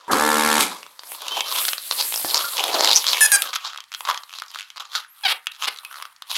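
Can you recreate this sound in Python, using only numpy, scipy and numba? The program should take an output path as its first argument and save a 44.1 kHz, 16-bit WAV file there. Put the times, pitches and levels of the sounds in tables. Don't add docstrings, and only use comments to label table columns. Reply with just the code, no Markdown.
import sys
import numpy as np
from scipy import signal
from scipy.fft import rfft, irfft, next_fast_len
from scipy.io import wavfile
from scipy.ndimage import map_coordinates
from numba import njit

SR = 44100
rng = np.random.default_rng(int(sys.argv[2]) if len(sys.argv) > 2 else 0)


def generate_wav(signal):
    frames = np.transpose(np.atleast_2d(signal))
    scaled = np.clip(frames, -1, 1) * 32767
    pcm = np.round(scaled).astype(np.int16)
    wavfile.write(sys.argv[1], SR, pcm)


N = 281181
T = np.arange(N) / SR

# (dB per Hz, relative)
ROOM_AIR = [(30, -38), (60, -10.5), (150, -13), (400, -30), (1000, 3.5), (2000, 4.5), (3500, -5.5),
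            (6000, -7), (11000, -8), (16000, -24)]
# freq_hz, level_db (rms)
MAINS_HUM = [(120, -94), (240, -92)]
# time_s, drum_hz, wall_hz
BUBBLE_MODES = [(.8, 1000, 3600), (1.3, 900, 3300), (1.7, 1250, 3800), (2.25, 750, 4200), (2.5, 1200, 3700),
                (2.68, 680, 3800), (2.95, 700, 4600), (3.09, 1000, 3300), (3.7, 1250, 3300),
                (4.1, 1080, 3400), (4.5, 1250, 3700), (6.38, 1150, 3600)]
# peak_s, rise_s (per 20 dB), fall_s (per 20 dB), creak_db, drum_db (re creak), bright_db (re creak)
FINGER_GRIPS = [(.007, -5.77, .05, -30.5, -22.5, -5), (.76, 1.3, 0.14, -39.5, -0.5, -23),
                (1, -0.74, .3, -43, -5, -18.5), (1.147, -0.2, 0.44, -43, -3.5, -18.5),
                (1.269, 0.01, -0.04, -21.5, -5.5, -17.5), (1.399, 0.2745, 0, -23.5, -4, -18.5),
                (1.59, 0.2, 0.09, -20, -7, -14), (1.69, 0.26, 1.8, -38.5, -16, -16.5),
                (1.92, -0.09, 0, -29, -7, -9.5), (2.011, 0.1227, 0.07, -24.5, -11.5, -16.5),
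                (2.187, 0.73, -0.2, -26.5, -10, -18), (2.35, 0.07, .15, -23, -3.5, -18),
                (2.417, 0.12, 0.1, -26, -4, -17.5), (2.3, 0.1, .08, -26.5, -9, -18.5),
                (2.6, 0.14, 0.27, -24.5, -3.5, -19), (2.748, 0.1265, 0.35, -21, 0, -21),
                (2.867, 0.1748, 0.06, -19.5, -3.5, -18), (2.963, 0.6, 0.24, -20.5, -30, -19),
                (3.095, 0.05, 0.23, -17, -9.5, -20), (3.464, 0.2, 0.13, -30.5, -2.5, -22),
                (3.537, 0.09, -0.03, -19, -6, -12.5), (3.558, .012, .015, -19, -11, -12.5),
                (3.672, 0.07, 0.0629, -24, -3, -26.5), (3.75, -1, 0.5, -48, 2, -17),
                (3.933, -0.07, 0.14, -31.5, -4, -16), (4.103, 0.0619, 0.0767, -27, 5.5, -16.5),
                (4.37, 0.11, 0.07, -38.5, -9.5, -16), (4.558, 0.1, 0.17, -37.5, -6, -17.5),
                (4.8, 0.0048, 0.06, -29, -0.5, -21), (4.85, -0.55, 0.65, -47.5, -1, -14),
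                (4.963, 0.05, 0.0635, -24, -2.5, -16.5), (5.32, 0.1216, 0.06, -32.5, -2, -4),
                (5.474, -1, -0.94, -30, -10.5, -11.5), (5.628, 0.06, 0.12, -31, -2, -13),
                (5.682, -2, -0.0123, -21.5, -17.5, -13), (5.855, .02, -0.63, -38.5, -11, -11),
                (6, 0.78, 0.15, -45, 3, -5.5), (6.306, .04, 6, -32.5, -6.5, -10),
                (6.362, -0.02, .06, -18.5, -14, -10)]
# start_s, crack_db, drum_db (re crack), snap_db (re crack)
SINGLE_SLIPS = [(.1322, -13, -8.5, -14.5), (.608, -9, -18, 0), (.83, -25.5, -7.5, -20.5),
                (.8646, -32, -1.5, -10), (.993, -25, -8.5, -19), (1.0346, -30.5, -3.5, -6),
                (1.1193, -28.5, -1, -3), (1.2197, -22.5, -10, -8), (1.2819, -10, -17, -17.5),
                (1.4066, -5.5, -14, -19.5), (1.6516, -11, -14.5, -7.5), (1.7327, -11.5, -9.5, -13),
                (1.7811, -18, -10.5, -14), (1.9113, -7, -9.5, -25), (2.2473, -24, 7.5, -4),
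                (2.3441, -2.5, -17.5, -17.5), (2.4022, -16, -20, -18), (2.6395, -9, -5.5, -6.5),
                (2.6807, -11.5, -29, -16), (2.8079, -3.5, -7, -15.5), (2.8458, -5, -17, -16.5),
                (2.874, -6.5, -26, -19), (2.931, -2, -28, -15), (3.0427, -13, -12, -11.5),
                (3.0811, -6.5, -29, -18), (3.1315, -4.5, -14, -14.5), (3.2078, -11.5, -12, 6),
                (3.3185, -10.5, -14.5, 11), (3.421, -9, -18, 3), (3.7754, -23, -23, -14),
                (3.7853, -30.5, 1, -17), (3.8044, -24, -17.5, -19), (3.8396, -35.5, -12, -13),
                (4.0071, -22, -3, -9), (4.1443, -17, -12, -22), (4.1754, -17, -12, -22.5),
                (4.2349, -27.5, -7, -19.5), (4.3859, -19, -17, -18.5), (4.399, -21, -25, -15.5),
                (4.421, -27, 5, -6.5), (4.5148, -29.5, -14.5, -11.5), (4.5466, -21.5, -13.5, -17),
                (4.5587, -30, 5.5, -11), (4.7026, -27, -17.5, -17.5), (4.807, -24, -10, -26),
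                (4.8532, -29.5, -9, -25), (5.0476, -48.5, 12.5, -9), (5.4594, -39, -17, -0.5),
                (5.4695, -12.5, -15.5, -12.5), (5.5181, -25.5, -25, -12.5), (5.618, -26.5, -11, -10.5),
                (5.8491, -21.5, -19, -6), (6.0243, -20, -7, -9), (6.0536, -30.5, 0, -10),
                (6.163, -38, -14, -18), (6.2219, -25, -7, -11.5)]
# start_s, length_s, gap_s, crack_db, change_db (over the run), drum_db (re crack)
SLIP_RUNS = [(1.6828, 0.0066, 0.0056, -11.5, -1, -12), (1.9227, 0.0043, 0.0046, -14.5, -2, -7.5),
             (2.0108, 0.0153, 0.014, -11, -1.5, -16.5), (2.1233, 0.082, .018, -12.5, -8, -11),
             (2.2872, .021, 0.00725, -16.5, 1, -17), (2.3568, 0.0174, 0.0067, -8.5, -1, -14),
             (2.5691, .024, .012, -11, -0.5, -25), (2.8365, 0.085, .0097, -8, 2.5, -14),
             (2.9543, 0.02, 0.0054, -4, -2, -24.5), (3.0671, 0.037, .0106, -10.5, -1.5, -19.5),
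             (3.531, .012, 0.0037, -18, -0.5, -9.5), (3.5578, .004, .0035, -14.5, 1.5, -9),
             (3.733, 0.029, .014, -31, -1, -1.5), (3.9186, 0.03, 0.01014, -23, 5.5, -15),
             (4.0514, 0.0047, 0.0046, -22.5, -2, -6), (4.0744, 0.036, .0126, -21, 4, 0),
             (4.2942, 0.066, .011, -32.5, 6, -11), (4.4366, 0.058, 0.0226, -29, -4, -20),
             (4.5877, 0.0414, .0102, -21, -5.5, -15.5), (4.7605, 0.017, 0.0061, -32, 4, -7),
             (4.9187, .027, .0067, -32.5, 6, -10.5), (4.952, 0.027, 0.0054, -11.5, -16, -11.5),
             (5.536, .027, .0066, -35.5, 0, -17), (5.6234, 0.029, .0064, -15, -3, -10.5),
             (5.7612, .029, 0.013, -21.5, -6, -24), (5.9124, 0.11, 0.01457, -31.5, -2, -1),
             (6.304, 0.008, 0.00505, -19.5, 2, -14.5), (6.3453, 0.0303, 0.0047, -16.5, -1, -24.5)]
# multiple (of the stroke rate), level_db (relative)
HOUSING = [(1, -23), (2, -21), (3, -4), (4, -1), (5, -6), (6, -4), (7, -8), (8, -7), (9, -15), (10, -7),
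           (11, -1), (12, -1), (13, -7), (14, -3), (15, -1), (16, -4), (17, -6), (18, 0), (19, -5),
           (20, -6), (21, -8), (22, -6), (23, -3), (24, -11), (25, -14), (26, -14), (27, -18), (28, -16),
           (29, -20)]
# (dB per Hz, relative)
VALVE_AIR = [(1290, -23), (2200, 10.5), (2430, 9), (2690, 5.5), (3870, 9), (5720, 4), (8240, 6),
             (9970, 2.5), (11200, 7), (16000, -14.5)]
# peak_s, level_db, t60_s
NOZZLE_BLASTS = [(0.121, -27, 0.042), (0.607, -20, 0.051), (0.627, -21.5, .1)]
# start_s, level_db (peak), pitch_hz, t60_s (of the first fifth; the tone dies faster after that)
SHORT_TONES = [(.081, -24, 950, .12), (.1325, -3, 1150, .02), (.6, -22, 8200, .2), (1.31, -26, 3100, .9),
               (2.246, -25, 330, .06), (2.256, -36, 1750, .2), (2.443, -22, 1400, .28),
               (5.849, -33, 2550, .1)]
# time_s, level_db (before its ripple)
PALM_STROKES = [(.76, -57), (1, -56.5), (1.12, -34.5), (1.22, -51), (1.4, -41.5), (1.46, -48),
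                (1.53, -28.5), (1.67, -23), (1.79, -39.5), (1.97, -28.5), (2.15, -26), (2.42, -32.5),
                (2.52, -27.5), (2.59, -37.5), (3.09, -33.5), (3.43, -33), (3.52, -51), (3.87, -72),
                (4.01, -44.5), (4.74, -78)]
# (dB per Hz, relative)
SKIN_HISS = [(40, -55), (200, -23.5), (3530, -11), (6000, -14.5), (7520, -7), (8820, -3), (9860, -6.5),
             (10500, -2.5), (11600, 0), (12400, -2), (13500, -7), (15200, -8.5), (16000, -14)]
# start_s, length_s, first_rate_hz, last_rate_hz (slips), level_db, roughness (0-1)
SQUEAK_NOTES = [(3.209, .058, 876, 835, -10.5, .12), (3.317, .048, 822, 788, -11, .17)]
# multiple (of the slip rate), level_db (relative)
SQUEAK_HARMONICS = [(1, -21), (2, 0), (3, -15), (4, -16), (5, -18), (6, -7), (7, -10), (8, -5), (9, -10),
                    (10, -11), (11, -1), (12, -7), (13, -4), (14, -12), (15, -18), (16, -22), (17, -24),
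                    (18, -25)]
# start_s, length_s, first_rate_hz, last_rate_hz (slips), level_db, roughness (0-1)
CHIRP_NOTES = [(5.234, 0.012, 822, 822, -22, .15), (5.246, .028, 801.5, 731.1, -14.5, .25),
               (5.276, 0.054, 417, 382.5, -20, .9), (5.669, 0.023, 573, 588, -20.5, 0.99)]
# multiple (of the slip rate), level_db (relative)
CHIRP_HARMONICS = [(1, -2.5), (2, -4), (3, -1.5), (4, 0), (5, -1.5), (6, -4), (7, -17), (8, -20)]
# time_s, pitch_hz, level_db (peak)
LEAK = [(5.08, 10321, -62), (5.116, 12500, -58), (5.2, 13800, -71)]
# freq_hz, t60_s
ROOM_DECAY = [(200, 0.21), (2000, 0.25), (6000, 0.061), (14000, 0.028)]

RUN_SNAP_DB, RUN_SCATTER_DB, RUN_JITTER = -18.5, 2.5, .08
TWISTED_S, BELLY_LONG, BELLY_SHORT = 3.5, 0.42, 0.0308
BASS_LONG_HZ, BASS_SHORT_HZ = 250, 453
ON_S, OFF_S = 0.07866, 0.59
RUN_HZ, START_LAG_HZ, SPIN_UP_S, RUN_DOWN_HZ_PER_S = 75.72, 21, .04, 130
THROB_DB, THROB_RISE_S, THROB_T60 = -20, 0.023, .38
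AIR_DB, AIR_GROWS_DB_PER_S, AIR_OPENS_S, AIR_T60 = -21.5, 11.5, .113, 0.48
SETTLE_S, COAST_EVEN = 0.045, 0.404
CATCH_HZ, CATCH_ROUGH, CATCH_S = 15, 0.22, .007
TOP_HZ = 15900


def amp(db):
    return 10 ** (np.asarray(db) / 20)


def unit(x):
    return x / np.sqrt(np.mean(x ** 2) + 1e-20)


def along(points, hz):
    f, v = np.transpose(points)
    return np.interp(np.log(hz + 1), np.log(f + 1), v)


def curves(rows):
    s, *cols = np.transpose(rows)
    gate = np.clip(np.minimum(T - s[0], s[-1] - T) / 0.001864, 0, 1)
    return [np.interp(T, s, c) for c in cols] + [gate]


def wobble(rate):
    knots = rng.standard_normal(int(N * rate / SR) + 4)
    return map_coordinates(knots, [T * rate])


def filtered(x, response):
    m = next_fast_len(N + SR // 2)
    hz = np.fft.rfftfreq(m, 1 / SR)
    return irfft(rfft(x, m) * response(hz), m)[:N]


def noise(spectrum):
    return unit(filtered(rng.standard_normal(N), lambda hz: amp(along(spectrum, hz))))


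@njit
def resonate(x, cosine, pole):
    y = np.zeros(len(x))
    for i in range(2, len(x)):
        y[i] = x[i] - x[i - 2] + 2 * pole * cosine[i] * y[i - 1] - pole * pole * y[i - 2]
    return y


def ring(x, hz, width_hz):
    pole = np.exp(-np.pi * width_hz / SR)
    cosine = np.cos(2 * np.pi * hz / SR + 0 * x)
    return resonate(x, cosine, pole) * np.sqrt((1 - pole ** 2) / 2)


def bursts(sizes, t60):
    puff = amp(-60 * T[:SR // 20] / t60)
    return signal.fftconvolve(np.abs(sizes), puff)[:N] * rng.standard_normal(N)


def stack(turns, orders, flutter_db, lag=0):
    k, db = np.transpose(orders)
    envelope_db = np.interp(np.arange(129), np.r_[0, k, 2 * k[-1]], np.r_[db[0] - 20, db, -60])
    log = np.log(amp(envelope_db))
    phase = -signal.hilbert(np.r_[log, log[-2:0:-1]]).imag
    lines = 0
    for n, level in orders:
        gain = amp(level + flutter_db * wobble(30.22))
        lines = lines + gain * np.cos(2 * np.pi * n * (turns - lag * n) + phase[int(n)])
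    return lines / np.sqrt(np.sum(amp(2 * db)) / 2)


def room_air():
    return amp(-60.5) * noise(ROOM_AIR)


def mains_hum():
    return sum(amp(db) * np.sqrt(2) * np.sin(2 * np.pi * hz * T) for hz, db in MAINS_HUM)


def swells(rows):
    power = np.zeros((len(rows[0]) - 3, N))
    for s, rise, fall, db, *rel_db in rows:
        span = slice(max(int((s - 3 * rise) * SR), 0), int((s + 3 * fall) * SR))
        t = T[span] - s
        drop_db = 20 * np.maximum(-t / rise, t / fall)
        power[:, span] += amp(2 * (db + np.r_[0, rel_db][:, None] - drop_db))
    return np.sqrt(power)


def slips():
    rows = list(SINGLE_SLIPS)
    for s, length, gap, db, change_db, drum_db in SLIP_RUNS:
        chance = rng.standard_normal((16, 2))
        for k in range(min(round(length / gap) + 1, 16)):
            at = gap * (k + RUN_JITTER * chance[k, 0] * (k > 0))
            crack_db = db + change_db * at / length + RUN_SCATTER_DB * chance[k, 1]
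            rows.append((s + at, crack_db, drum_db, RUN_SNAP_DB))
    return np.transpose(rows)


def latex():
    drum_hz, wall_hz, _ = curves(BUBBLE_MODES)
    s, db, drum_db, snap_db = slips()
    hits = lambda level: np.bincount((s * SR).astype(int), amp(level), N)[:N]
    grip, low, bright = swells(FINGER_GRIPS)
    long_bubble = T < TWISTED_S

    chance = 700 / SR * amp(3 * wobble(60))
    swarm = (rng.random(N) < chance) * amp(2.4 * rng.standard_normal(N))
    grain = unit(unit(bursts(swarm, t60=0.01)) + 0.57 * rng.standard_normal(N))

    crack = grip * grain + amp(-1.0) * bursts(hits(db), t60=0.01346) + 0.2 * hits(db)
    wall = 0.84 * ring(crack, wall_hz * amp(1.37 * wobble(30)), width_hz=1180)
    wall += 0.36 * ring(crack, 1.65 * wall_hz, width_hz=4900)
    wall = filtered(wall, lambda hz: 1j * hz / (1200 + 1j * hz) / (1 + (hz / 7500) ** 8))

    push = low * grain + amp(np.where(long_bubble, 17, 22)) * hits(db + drum_db)
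    drum = ring(push, drum_hz * amp(.8 * wobble(20)), width_hz=260)
    belly = ring(push, 0.57 * drum_hz, width_hz=350)
    drum += np.where(long_bubble, BELLY_LONG, BELLY_SHORT) * belly
    drum = filtered(drum, lambda hz: 1 / (1 + 1j * hz / 3000))

    snap = bursts(hits(db + snap_db - 3.5), t60=0.0032) + 3.36 * hits(db + snap_db) + bright * grain
    snap = ring(ring(snap, 10640, width_hz=6900), 10640, width_hz=6900)

    bubble = wall + drum + snap
    radiated = lambda corner_hz: filtered(bubble, lambda hz: (1j * hz / (corner_hz + 1j * hz)) ** 4)
    return np.where(long_bubble, radiated(BASS_LONG_HZ), radiated(BASS_SHORT_HZ))


def pump():
    on, off = np.maximum(T - ON_S, 0), np.maximum(T - OFF_S, 0)
    throb_db = THROB_DB - 27 * np.maximum(1 - on / THROB_RISE_S, 0) - 60 * off / THROB_T60
    air_db = AIR_DB + AIR_GROWS_DB_PER_S * np.minimum(T - OFF_S, 0) - 60 * off / AIR_T60
    air_db -= 21 * (T < AIR_OPENS_S)
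    even = np.clip(np.where(off > 0, COAST_EVEN, np.tanh((on / SETTLE_S / 2) ** 2)), 0, .99)
    stroke_hz = RUN_HZ - START_LAG_HZ * np.exp(-on / SPIN_UP_S) - RUN_DOWN_HZ_PER_S * off
    turns = np.cumsum(stroke_hz) / SR
    turns -= turns[round(.3005 * SR)]

    body = noise([(hz * 72, db) for hz, db in [(.3, -48)] + HOUSING + [(40, -58.5)]])
    throb = np.sqrt(1 - even ** 2) * body - even * stack(turns, HOUSING, flutter_db=2.9, lag=.0025)

    puff = lambda at: np.exp(5 * (np.cos(2 * np.pi * (turns - at)) - 1))
    swell = .14 + puff(.31) + .2 * puff(.8)
    blasts = 0
    for s, db, t60 in NOZZLE_BLASTS:
        blasts = blasts + amp(db - 60 * np.abs(T - s) / np.where(T < s, .03, t60))
    air = (amp(air_db) * (even * unit(swell) + 1 - even) + blasts) * noise(VALVE_AIR)
    return (on > 0) * (amp(throb_db) * throb + air)


def short_tones():
    out = np.zeros(N)
    for s, db, hz, t60 in SHORT_TONES:
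        t = np.maximum(T - s, 0)
        damped = np.maximum(5 * t / t60 - 1, 0)
        out += amp(db - 60 * t / t60 - 150 * damped) * np.sin(2 * np.pi * hz * t)
    return out


def slide():
    db, gate = curves(PALM_STROKES)
    hiss = noise(SKIN_HISS)
    gap = unit(ring(hiss, 11500 * amp(0.55 * wobble(5)), width_hz=710))
    ripple_db = 1.2 * wobble(25.33) + wobble(300)
    return gate * amp(db + ripple_db) * unit(hiss + 0.14 * gap)


def squeaks(rows, orders, attack_s, release_s):
    rate, gain, rough = np.zeros((3, N))
    colour = [(400, -55)] + [(820 * k, level) for k, level in orders]
    colour += [(820 * len(orders) + 4500, -18), (21000, -40)]
    for s, length, first, last, db, grain in rows:
        span = slice(int(s * SR), int((s + length) * SR))
        t = T[span] - s
        catch = np.exp(-t / CATCH_S)
        rate[span] = first + (last - first) * t / length + CATCH_HZ * catch
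        fade_in = t / np.minimum(attack_s, length / 2)
        fade_out = (length - t) / release_s
        gain[span] = amp(db) * np.clip(np.minimum(fade_in, fade_out), 0, 1)
        rough[span] = np.clip(grain + CATCH_ROUGH * catch, 0, 1)
    turns = np.cumsum(rate * amp(0.216 * rough * wobble(200))) / SR
    grit = (1 + np.cos(2 * np.pi * turns)) * noise(colour)
    voice = stack(turns, orders, flutter_db=2.5) * (1 - rough) + rough * grit
    out = gain * amp(0.71 * wobble(70)) * voice
    return filtered(out, lambda hz: (1j * hz / (300 + 1j * hz)) ** 3)


def leak_whistle():
    hz, db, gate = curves(LEAK)
    return gate * amp(db + 9.0 + wobble(60)) * np.sin(2 * np.pi * np.cumsum(hz) / SR)


def room(x):
    hz, t, z = signal.stft(rng.standard_normal(SR // 2), SR, nperseg=256)
    diffuse = amp(-60 * t / along(ROOM_DECAY, hz)[:, None])
    wall = 0.47 * np.exp(-((t - .048) / 0.0024) ** 2) / (1 + hz[:, None] / 14000)
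    shape = (diffuse + wall) * (t > .004)
    tail = signal.istft(z * shape, SR, nperseg=256)[1]
    return signal.fftconvolve(x, tail / np.linalg.norm(tail))[:N]


def scene():
    chirps = squeaks(CHIRP_NOTES, CHIRP_HARMONICS, attack_s=0.0083, release_s=0.0039)
    balloon = latex() + short_tones() + leak_whistle() + chirps
    squeal = squeaks(SQUEAK_NOTES, SQUEAK_HARMONICS, attack_s=0.0023, release_s=.004)
    motor = pump()
    wet = room(amp(-15) * balloon + amp(-9) * squeal + amp(-14) * motor)
    return (balloon + squeal + motor + slide() + wet + mains_hum() + room_air())[None]


def record(dry):
    x = dry[0] / (1 + np.abs(dry[0]) ** 8) ** (1 / 8)
    return filtered(x, lambda hz: (1j * hz / (45 + 1j * hz)) ** 2 * (hz < TOP_HZ))[None]


dry = scene()
out = record(dry)
generate_wav(out)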